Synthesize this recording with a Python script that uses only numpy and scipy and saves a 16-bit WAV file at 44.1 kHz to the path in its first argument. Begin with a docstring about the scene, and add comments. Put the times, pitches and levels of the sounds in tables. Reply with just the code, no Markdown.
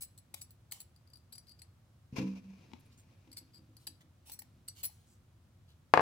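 """A swivel peeler takes quick short strokes off a raw potato: random stick and slip drive its damped steel modes,
each bite is a burst of cracks, and skin tears in grains; off the potato the loose blade rattles and taps.
A hollow container booms, groans and rustles as the next potato is fetched, by blows on modes and friction grains.
Fingers, hands and sleeves are filtered grains and pats; at the end the peeler drops and bounces on the table,
whose modes ring. Shaped noise makes the soft room rumble."""
import sys
import numpy as np
from scipy import signal
from scipy.fft import rfft, irfft
from scipy.io import wavfile
from scipy.ndimage import uniform_filter1d

SR = 44100
rng = np.random.default_rng(int(sys.argv[2]) if len(sys.argv) > 2 else 0)


def to_wav(sig):
    """Store sig (one row per channel, or 1-D mono) as 16-bit WAV at the path in sys.argv[1].

    Samples outside -1..1 are clipped; the rate is SR.
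    """
    pcm = np.clip(np.atleast_2d(sig), -1, 1) * 32767
    pcm = np.round(pcm).astype(np.int16)
    wavfile.write(sys.argv[1], SR, pcm.T)  # frames by channels


N = 265025
TIME = np.arange(N) / SR
SPAN = SR // 2  # samples given to one event
STEEL_SPAN = SPAN // 4  # samples of the blade's response
BLOW_S = 1 / 200  # a blow's level is its energy spread over this time

# Levels are relative, ahead of panning, filtering and mixing gains.
# blade pressed on the potato, juddering and squealing: (t/s, length/s, level/dB, squeal/dB)
SCRAPES = [(.007, 0.048, -44.5, -8), (0.176, 0.018, -57, -3), (0.411, 0.02, -47, -1.5),
           (.505, 0.0065, -60, 6), (0.711, 0.04, -52.5, 5), (0.799, 0.025, -50.5, -1),
           (4.316, 0.04, -50, 1), (4.389, .007, -45, 3), (4.83, 0.038, -39.5, 5)]
# blade off the potato, rattling in its handle: (t/s, length/s, level/dB)
RATTLES = [(1.133, 0.0086, -60.5), (1.322, 0.018, -51), (1.35, 0.01, -54), (1.3783, 0.0072, -49),
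           (1.467, 0.034, -71), (1.508, 0.02, -67), (1.587, 0.017, -66), (3.327, 0.012, -56),
           (3.365, 0.027, -47.5), (3.533, 0.063, -69.5), (3.868, 0.011, -39.5), (4.678, .013, -41.5)]
# loose blade tapping its stops: (t/s, peak level/dB)
TAPS = [(.9616, -52), (1.0742, -56.5), (1.101, -57.5), (1.1565, -46.5), (1.1712, -52), (1.4932, -45.5),
        (1.6186, -41), (3.316, -46.5), (3.7673, -44.5)]
# edge snapping through skin: (t/s, level/dB)
BITES = [(0.34, -38), (0.7212, -36), (3.8722, -43.5), (4.296, -48.5), (4.4193, -52), (4.835, -48.5),
         (4.896, -69)]
# blade sliding under the skin: (t/s, length/s, level/dB, skew: under 1 peaks early, over 1 late)
SLICES = [(.344, 0.082, -59, 0.47), (.725, 0.13, -56, 0.23), (3.79, 0.086, -67.5, 0.73),
          (3.88, .06, -81, 0.21), (4.25, 0.08, -53.5, 1), (4.743, 0.089, -54.5, 1.26),
          (4.871, 0.41, -67, 0.12)]
# steel blade against the potato; t60 ahead of any wet damping: (f/Hz, level/dB, t60/s)
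BLADE_MODES = [(1860, -18.5, 0.09), (2200, -22, 0.15), (4090, -21, 0.084), (5760, 2, 0.25),
               (7600, 1, 0.046), (7840, 6, 0.11), (7900, 3, 0.18), (9150, 3.5, 0.77), (10290, 10.5, 0.093),
               (11380, 0.5, 0.48), (11680, -15, 0.09), (11800, -22, 0.12), (12700, -6, 0.061)]
# blade swinging free in its handle, ahead of wet damping: (f/Hz, level/dB, t60/s)
LOOSE_MODES = [(4335, -3, 0.072), (4677, 5, 0.15), (4744, 10.5, 0.035), (4750, -32.5, 0.055)]
# blade squealing as it sticks in the flesh, ahead of wet damping: (f/Hz, level/dB, t60/s)
SQUEAL_MODES = [(4337, -10, 0.037), (5425, -17, 0.3), (10230, -7.5, 0.39), (15300, -1, 0.086),
                (15600, -23, 0.063)]
# potato in the hand: (f/Hz, level/dB, t60/s)
POTATO_MODES = [(320, -4, 0.074), (630, -4.5, 0.0033), (842, 6.5, 0.04), (1300, -42, 0.016),
                (2080, 0, 0.015)]
# spectra of contact grit, tearing skin and the bite's crack: (f/Hz, level/dB)
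GRIT_COLOUR = [(500, -82), (1400, -31.5), (2100, 0), (3300, -7), (4300, 9), (6300, -4.5), (8000, 12.5),
               (9500, 0.5), (11000, 11.5), (13500, 1), (16000, -7.5)]
SKIN_COLOUR = [(300, -65), (800, 3.5), (1500, -12.5), (3000, 1), (4500, -2.5), (6000, -1.5), (8000, 2),
               (11000, -3.5), (16000, -4)]
SNAP_COLOUR = [(250, -39), (600, -1), (1500, -5), (2600, 1), (3400, 2), (4600, 4.5), (6200, -4.5),
               (8200, 5), (9700, -0.5), (11500, 7.5), (16000, -4)]
# blows on the container: (t/s, level/dB, contact time/s)
BUMPS = [(2.126, -34.5, 0.0045), (2.183, -30.5, 0.0028), (2.2006, -42, 0.001), (2.229, -36, 0.002)]
# container body: (f/Hz, level/dB, t60/s)
HOLLOW_MODES = [(138.4, -1.5, 0.19), (212, -1, 0.083), (257.5, 7, 0.49), (304.8, 3, 0.31), (435, -2, 0.32),
                (500, 4, 0.52), (993.5, -2, 0.29)]
# container dragging and groaning: (t/s, length/s, level/dB)
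DRAGS = [(2.195, 0.22, -37.5), (2.43, 0.18, -51)]
# hand rummaging among the contents: (t/s, length/s, level/dB)
RUMMAGES = [(2.12, 0.14, -58), (2.26, 0.11, -60), (2.35, 0.061, -62), (2.4, 0.6, -68), (2.9, 0.82, -76.5)]
# things rubbing in the container: (f/Hz, level/dB)
RUMMAGE_COLOUR = [(200, -11.5), (470, -2.5), (720, -10), (1000, -6.5), (1300, -17), (1900, -18),
                  (2400, -7.5), (2750, -12.5), (3300, -17.5), (6000, -16), (8000, -31), (14000, -33),
                  (16000, -52)]
# container's rim, rung by the rubbing: (f/Hz, level/dB, t60/s)
RIM_MODES = [(2420, 5, 0.092), (2540, 4, 0.11), (2730, 7, 0.068), (5800, -27, 0.034)]
# a potato knocking on its neighbours: (t/s, level/dB)
NUDGES = [(2.717, -60), (2.7348, -46.5), (3.276, -65.5)]
# spectrum of those knocks: (f/Hz, level/dB)
NUDGE_COLOUR = [(80, 1), (240, 21), (450, 0), (900, 8.5), (1600, -12), (2600, 2), (5000, -9), (14000, -38)]
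# peeler bouncing on the table: (t/s, level/dB, contact's low-pass corner f/Hz)
BOUNCES = [(5.938, -16.5, 6800), (5.9747, -19.5, 2730), (5.9944, -22.5, 1620), (6.0057, -28.5, 1750)]
# spectrum of the direct clack: (f/Hz, level/dB)
KNOCK_COLOUR = [(40, -60), (200, -20.5), (400, -6), (700, -1.5), (1100, 3), (1600, -7), (2200, -8),
                (3400, -21), (4800, -24), (6200, -30.5), (11000, -40.5), (16000, -42)]
# hollow handle: (f/Hz, level/dB, t60/s)
HANDLE_MODES = [(1210, -27, 0.07), (1670, 10, 0.019), (2730, -9, 0.0067), (4700, -8, 0.0069)]
# table top: (f/Hz, level/dB, t60/s)
TABLE_MODES = [(113, -13, 0.7), (162.5, -6, 0.14), (310, -3, 0.13), (463.4, -1.5, 0.56), (523, 3, 0.4),
               (728, 6, 0.085), (880, -8, 0.1), (865, -4, 0.088), (1000, -27, .14), (1190, -22, 0.077),
               (1666, 1, 0.038), (2100, -19, .14), (2470, -7.5, 0.32)]
# fingers rubbing over the potato: (t/s, length/s, level/dB, band centre f/Hz)
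RUBS = [(2.794, 0.024, -66.5, 11500), (2.848, 0.039, -71.5, 10800), (2.915, 0.044, -66.5, 4800),
        (2.972, 0.059, -66, 7850), (4.005, 0.029, -60, 3300), (4.952, 0.22, -76, 4250),
        (5.064, 0.13, -70.5, 7940), (5.678, 0.068, -69, 4040)]
# fingers shifting the potato: (t/s, level/dB)
PATS = [(3.274, -55), (3.414, -57.5), (3.591, -58), (3.691, -59.5), (3.89, -59), (4.032, -62.5),
        (4.563, -65)]
# soft thud of the hand: (f/Hz, level/dB, t60/s)
PALM_MODES = [(258.7, 2.5, 0.28), (311, 2.5, 0.38), (511, -12.5, 0.3)]
# arms reaching and coming back, sleeves rustling: (t/s, length/s, level/dB)
REACHES = [(2.35, 0.83, -66), (3.05, 0.9, -71), (4.15, 0.99, -74)]
# spectrum of arms and cloth: (f/Hz, level/dB)
CLOTH_COLOUR = [(80, -12.5), (180, 1.0), (300, -4), (600, -37), (1500, -26.0), (5000, -27.5), (12000, -53.5)]
# spectrum of the wall reflections: (f/Hz, level/dB)
WALL_COLOUR = [(100, -6), (1000, 3.5), (5000, -1.0), (16000, -11.5)]
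# spectrum of the room's background: (f/Hz, level/dB)
ROOM_COLOUR = [(15, -62.5), (25, -30), (97, 0), (180, -15), (242, -17.5), (301, -25.5), (354, -19.5),
               (384, -31), (516, -27), (818, -32), (1260, -33), (1940, -38.5), (2910, -40), (3250, -40),
               (16000, -49.5)]

# left minus right (dB)
SCRAPE_PAN_DB, RATTLE_PAN_DB, TAP_PAN_DB, BITE_PAN_DB = 2.5, .5, 3.5, 5
PRESSED_LOOSE_DB = -24  # pressure holds the swivel nearly still
FREE_SQUEAL_DB = -13
# gentler rattles ring more beside their grit: the loose modes' gain is 0 dB at this level
RATTLE_EVEN_DB, RING_DB_PER_DB = -50, 0.435
TAP_LOOSE_DB, TAP_DECAY_S = 1, 0.0017
# softer bites have more of the potato's body: its gain beside the crack is 0 dB at this level
BITE_EVEN_DB, BODY_DB_PER_DB = -63.5, 0.8
WET_DAMP_S = 0.035  # wet peel on the blade stops its ring within about this time
BEND_SHARE, BEND_RATE_HZ = 0.0074, 500  # the blade flexes, so its pitch wavers
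# whistle of a scrape: gain at 0 dB squeal, and its change per dB of squeal (a stronger squeal has less)
WHISTLE_HZ, WHISTLE_DB, WHISTLE_DB_PER_DB = 15400, -16, -1
GROAN_HZ = 192
# the container's contents tumble at once, then settle
TUMBLE_S, TUMBLE_DB = 2.157, -40.5
TUMBLE_ATTACK_S, TUMBLE_HOLD_S, SETTLE_DB_PER_S = 0.011, 0.018, 300
RUMMAGE_SKEW, DRAG_SKEW, REACH_SKEW = 0.65, 0.61, 0.73
ROOM_DB, TOP_HZ = -63, 16000


def peeler():
    """Friction and fracture: stick and slip shake the blade, skin tears in grains, the potato answers each bite."""
    out, t = np.zeros((2, N)), TIME[:SPAN]
    for s, length, db, squeal_db in SCRAPES:
        force = slips(length, skew=0.42)
        whistle_ring = ring([(WHISTLE_HZ, 0, .02)], spread=.6, size=STEEL_SPAN)
        whistle = amp(WHISTLE_DB + WHISTLE_DB_PER_DB * squeal_db) * through(force, whistle_ring)
        scrape = steel(force, PRESSED_LOOSE_DB, squeal_db) + whistle
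        add(out, s, amp(db) * pan(SCRAPE_PAN_DB) * scrape)
    for s, length, db in RATTLES:
        loose_db = RING_DB_PER_DB * (RATTLE_EVEN_DB - db)
        rattle = steel(slips(length, skew=0.59), loose_db, FREE_SQUEAL_DB)
        add(out, s, amp(db) * pan(RATTLE_PAN_DB) * rattle)
    for s, db in TAPS:
        impact = grains(rate=15000, scatter_db=1.5) * np.exp(-t / TAP_DECAY_S)
        tap = steel(impact, TAP_LOOSE_DB, FREE_SQUEAL_DB)
        add(out, s, amp(db) * pan(TAP_PAN_DB) * tap / np.abs(tap).max())
    for s, db in BITES:
        burst = unit(grains(rate=21000, scatter_db=9) * np.exp(-t / 0.004))
        crack = scatter(through(burst, colour(SNAP_COLOUR)))
        body = ring(POTATO_MODES, spread=0.23, vary_db=5.5, size=SPAN)
        body = amp(BODY_DB_PER_DB * (BITE_EVEN_DB - db)) * body
        add(out, s, blow(db) * pan(BITE_PAN_DB) * (crack + body))
    for s, length, db, skew in SLICES:
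        tearing = grains(rate=4500, scatter_db=0) * swell(length, skew)
        hiss = scatter(through(tearing, colour(SKIN_COLOUR)))
        blade = amp(-15.5) * through(tearing, ring(BLADE_MODES, spread=.85, size=SPAN))
        add(out, s, amp(db) * (hiss + blade))
    return out


def slips(length, skew):
    """Stick-slip friction: contact force as a short run of sudden releases."""
    return unit(grains(rate=5000, scatter_db=6.5) * swell(length, skew)) * np.sqrt(length * SR / 2)


def steel(drive, loose_db, squeal_db):
    """Forced vibration: contact force excites grit and the blade's damped modes."""
    contact = dict(spread=.9, vary_db=2, detune=.003, size=STEEL_SPAN)
    blade = amp(-2) * ring(BLADE_MODES, bend=BEND_SHARE, **contact)
    loose = amp(loose_db) * pan(8.8) * ring(LOOSE_MODES, bend=BEND_SHARE, **contact)
    # sticking steadies the pitch
    squeal = amp(squeal_db) * ring(SQUEAL_MODES, bend=BEND_SHARE / 2, **contact)
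    wet = np.exp(-(TIME[:STEEL_SPAN] / WET_DAMP_S) ** 2)
    grit = amp(2) * scatter(through(drive, colour(GRIT_COLOUR)))
    return through(drive, wet * (blade + loose + squeal)) + grit


def scatter(x):
    """Early reflection: hands and table scatter sound differently to each microphone, anew for each event."""
    return amp(-12.5) * x + amp(-2) * through(x, echoes(t60=0.0044, gap_s=0.00094))


def container():
    """Modal resonance and friction: blows boom in a hollow body; it groans while its contents rub and knock."""
    push, knocks = np.zeros((1, N)), np.zeros((2, N))
    for s, db, contact in BUMPS:
        pulse = swell(contact, skew=0.76)
        add(push, s, amp(db) * pulse / pulse.sum())
    boom = amp(35.5) * high_pass(through(push, ring(HOLLOW_MODES, spread=0.1)), 130)

    # the drag groans at one wavering pitch
    groan_hz = GROAN_HZ * (1 + 0.004 * wander(24))
    groan = np.sqrt(2) * np.sin(2 * np.pi * np.cumsum(groan_hz) / SR)
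    groan = groan * moves(DRAGS, DRAG_SKEW) * amp(1.2 * wander(60))

    # each side has its own grains and a shared part
    rubs = np.array([grains(rate=2500, scatter_db=1, size=N) for _ in range(3)])
    effort = tumble() + moves(RUMMAGES, RUMMAGE_SKEW)
    rubs = (0.76 * rubs[:2] + 0.4 * rubs[2]) * effort * amp(2.5 * wander(70))
    rim = amp(-14.5) * through(rubs, ring(RIM_MODES, size=SPAN))
    rubbing = amp(-1.5) * through(rubs, colour(RUMMAGE_COLOUR)) + rim

    for s, db in NUDGES:
        add(knocks, s, blow(db) * colour(NUDGE_COLOUR))
    knocks = amp(-1.5) * knocks + through(knocks, echoes(t60=0.012, gap_s=0.0008))
    return boom + groan + pan(4.1) * rubbing + pan(6.6) * knocks


def tumble():
    """Dissipation: a quick rise, a short hold, and a steady fall in dB."""
    t = TIME - TUMBLE_S
    settling = np.maximum(t - TUMBLE_ATTACK_S - TUMBLE_HOLD_S, 0)
    return np.clip(t / TUMBLE_ATTACK_S, 0, 1) * amp(TUMBLE_DB - SETTLE_DB_PER_S * settling)


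def table_knock():
    """Impact: the handle bounces ever quicker and softer near the left microphone; table and blade ring on."""
    blows = np.zeros((1, N))
    for s, db, hz in BOUNCES:
        contact = np.exp(-2 * np.pi * hz * TIME[:SPAN])
        add(blows, s, blow(db) * contact / contact.sum())
    clack = through(blows, colour(KNOCK_COLOUR))
    # bending waves carry the treble ahead of the bass: two all-pass stages
    warp = np.tan(np.pi * 1400 / SR)
    for _ in range(2):
        clack = signal.lfilter([warp - 1, warp + 1], [warp + 1, warp - 1], clack)
    handle = amp(-8) * through(blows, ring(HANDLE_MODES, spread=0.51, size=SPAN))
    near = amp(-5.5) * through(clack, echoes(t60=0.018, gap_s=0.0038))
    far = amp(-5.5) * through(clack, echoes(t60=0.25, gap_s=0.0054))
    top = amp(-4) * high_pass(through(blows, ring(TABLE_MODES, spread=0.25)), 82)
    jingle = amp(-33.5) * steel(blows[0], loose_db=2, squeal_db=0)
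    return pan(12) * clack + pan(6) * (near + handle + jingle) + pan(3) * (top + far)


def fingers():
    """Sliding friction: skin on the potato gives a brief band of fine grains."""
    out = np.zeros((2, N))
    for s, length, db, hz in RUBS:
        band = colour([(hz / 8, -20), (hz / 1.75, -9), (hz, 0), (hz * 1.28, -9), (hz * 4, -20)])
        rub = grains(rate=8400, scatter_db=5) * swell(length, skew=0.5)
        add(out, s, amp(db) * scatter(through(rub, band)))
    return out


def hands():
    """Friction and soft impact: dull, uneven rustle of arms and cloth, and pats on the potato."""
    pats = np.zeros((2, N))
    for s, db in PATS:
        add(pats, s, blow(db) * ring(PALM_MODES, spread=0.06, size=SPAN))
    cloth = through(grains(rate=400, scatter_db=1.5, size=N), colour(CLOTH_COLOUR))
    rustle = amp(-0.5) * cloth * moves(REACHES, REACH_SKEW)
    return rustle + amp(2.5) * high_pass(pats, 150)


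def room_tone():
    """Coherence: low rumble is alike in both microphones, the faint hiss above is not."""
    noise = rng.standard_normal((2, N + SPAN))
    shaped = through(noise, colour(ROOM_COLOUR, size=16384))[:, SPAN:]
    side = signal.sosfilt(signal.butter(1, 700, "high", fs=SR, output="sos"), shaped[1])
    return amp(ROOM_DB) * (shaped[0] + 0.89 * side * np.array([[1], [-1]]))


def ring(modes, spread=0, vary_db=0, detune=0, bend=0, size=SR):
    """Modal decay, energy 1 a channel: contact shifts the modes' shares and pitch, flexing bends them."""
    t, sides = TIME[:size], np.array([[1], [-1]])
    chance = rng.standard_normal((len(modes), 2))
    bent = t + bend * np.cumsum(wander(BEND_RATE_HZ, size)) / SR if bend else t
    out = 0
    for k, (hz, db, t60) in enumerate(modes):
        mode_hz = hz * (1 + detune * chance[k, 1])
        # phase between the microphones alternates from mode to mode
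        phase = 2 * np.pi * mode_hz * bent + (-1) ** k * spread * sides
        decay = amp(db + vary_db * chance[k, 0] - 60 * t / t60) / np.sqrt(t60)
        out = out + decay * np.sin(phase)
    return unit(out)


def grains(rate, scatter_db, size=SPAN):
    """Random rupture: tiny events of uneven size, at a mean rate per second; rms 1."""
    hit = rng.random(size) < rate / SR
    sizes = amp(scatter_db * np.minimum(rng.exponential(size=size), 4))
    x = hit * rng.choice([-1, 1], size) * sizes
    return x / np.std(x)


def echoes(t60, gap_s):
    """Diffuse reflection: dense, unrelated left and right, building up after a gap."""
    t = TIME[:SPAN]
    build_up = 1 - np.exp(-(t / gap_s) ** 2)
    return unit(rng.standard_normal((2, SPAN)) * amp(-60 * t / t60) * build_up)


def colour(points, size=4096):
    """Minimum phase: causal impulse response of a (f/Hz, level/dB) spectrum, energy 1."""
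    hz, db = np.transpose(points)
    f = np.maximum(np.fft.rfftfreq(size, 1 / SR), 1)
    cepstrum = irfft(np.log(amp(np.interp(np.log(f), np.log(hz), db))))
    # fold the cepstrum onto positive time
    cepstrum[1:size // 2] *= 2
    cepstrum[size // 2 + 1:] = 0
    return unit(irfft(np.exp(rfft(cepstrum))))


def through(x, response):
    """Linear superposition: convolve a sound with an impulse response."""
    return signal.fftconvolve(np.atleast_2d(x), np.atleast_2d(response), axes=-1)[:, :x.shape[-1]]


def high_pass(x, hz):
    """Radiation efficiency: small or thin bodies radiate little deep bass."""
    return signal.sosfilt(signal.butter(2, hz, "high", fs=SR, output="sos"), x)


def swell(length, skew):
    """Contact pressure: up and down over a stroke, peaking earlier for a skew under 1."""
    return np.sin(np.pi * np.minimum(TIME[:SPAN] / length, 1) ** skew).clip(0)


def moves(rows, skew):
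    """Superposed effort: every (t/s, length/s, level/dB) movement swells and fades."""
    out = 0
    for s, length, db in rows:
        progress = np.clip((TIME - s) / length, 0, 1)
        out = out + amp(db) * np.sin(np.pi * progress ** skew)
    return out


def wander(rate, size=N):
    """Random fluctuation: continuous drift, spread near 1, with rate new targets per second."""
    k = int(SR / rate)
    steps = np.repeat(rng.standard_normal(size // k + 1), k)
    return 1.2 * uniform_filter1d(steps, k)[:size]


def amp(db):
    """Logarithmic level: decibels to gain."""
    return 10 ** (np.asarray(db) / 20)


def blow(db):
    """Impulse energy: gain of an energy-1 blow whose level is spread over BLOW_S."""
    return amp(db) * np.sqrt(BLOW_S * SR)


def unit(x):
    """Energy normalisation: scale to a mean energy of 1 a channel."""
    return x / np.sqrt(np.mean(np.sum(x ** 2, axis=-1)))


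def pan(db):
    """Interaural level difference: left and right gains."""
    return amp(np.array([[db], [-db]]) / 2)


def add(out, s, x):
    """Superposition: mix a sound in at a time in seconds."""
    i = max(int(s * SR), 0)
    out[:, i:i + x.shape[-1]] += x[..., :max(N - i, 0)]


def scene():
    """Reverberation: walls answer the close sources; the table knock carries its own echoes."""
    close = peeler() + fingers() + container() + hands()
    walls = through(echoes(t60=0.28, gap_s=0.0017), colour(WALL_COLOUR))
    return close + amp(-14.5) * through(close, walls) + table_knock() + room_tone()


def record(dry):
    """Saturation and band limit: peaks are clipped at full scale, then the top is cut."""
    return signal.sosfilt(signal.ellip(8, .2, 70, TOP_HZ, fs=SR, output="sos"), np.clip(dry, -1, 1))


dry = scene()
out = record(dry)
to_wav(out)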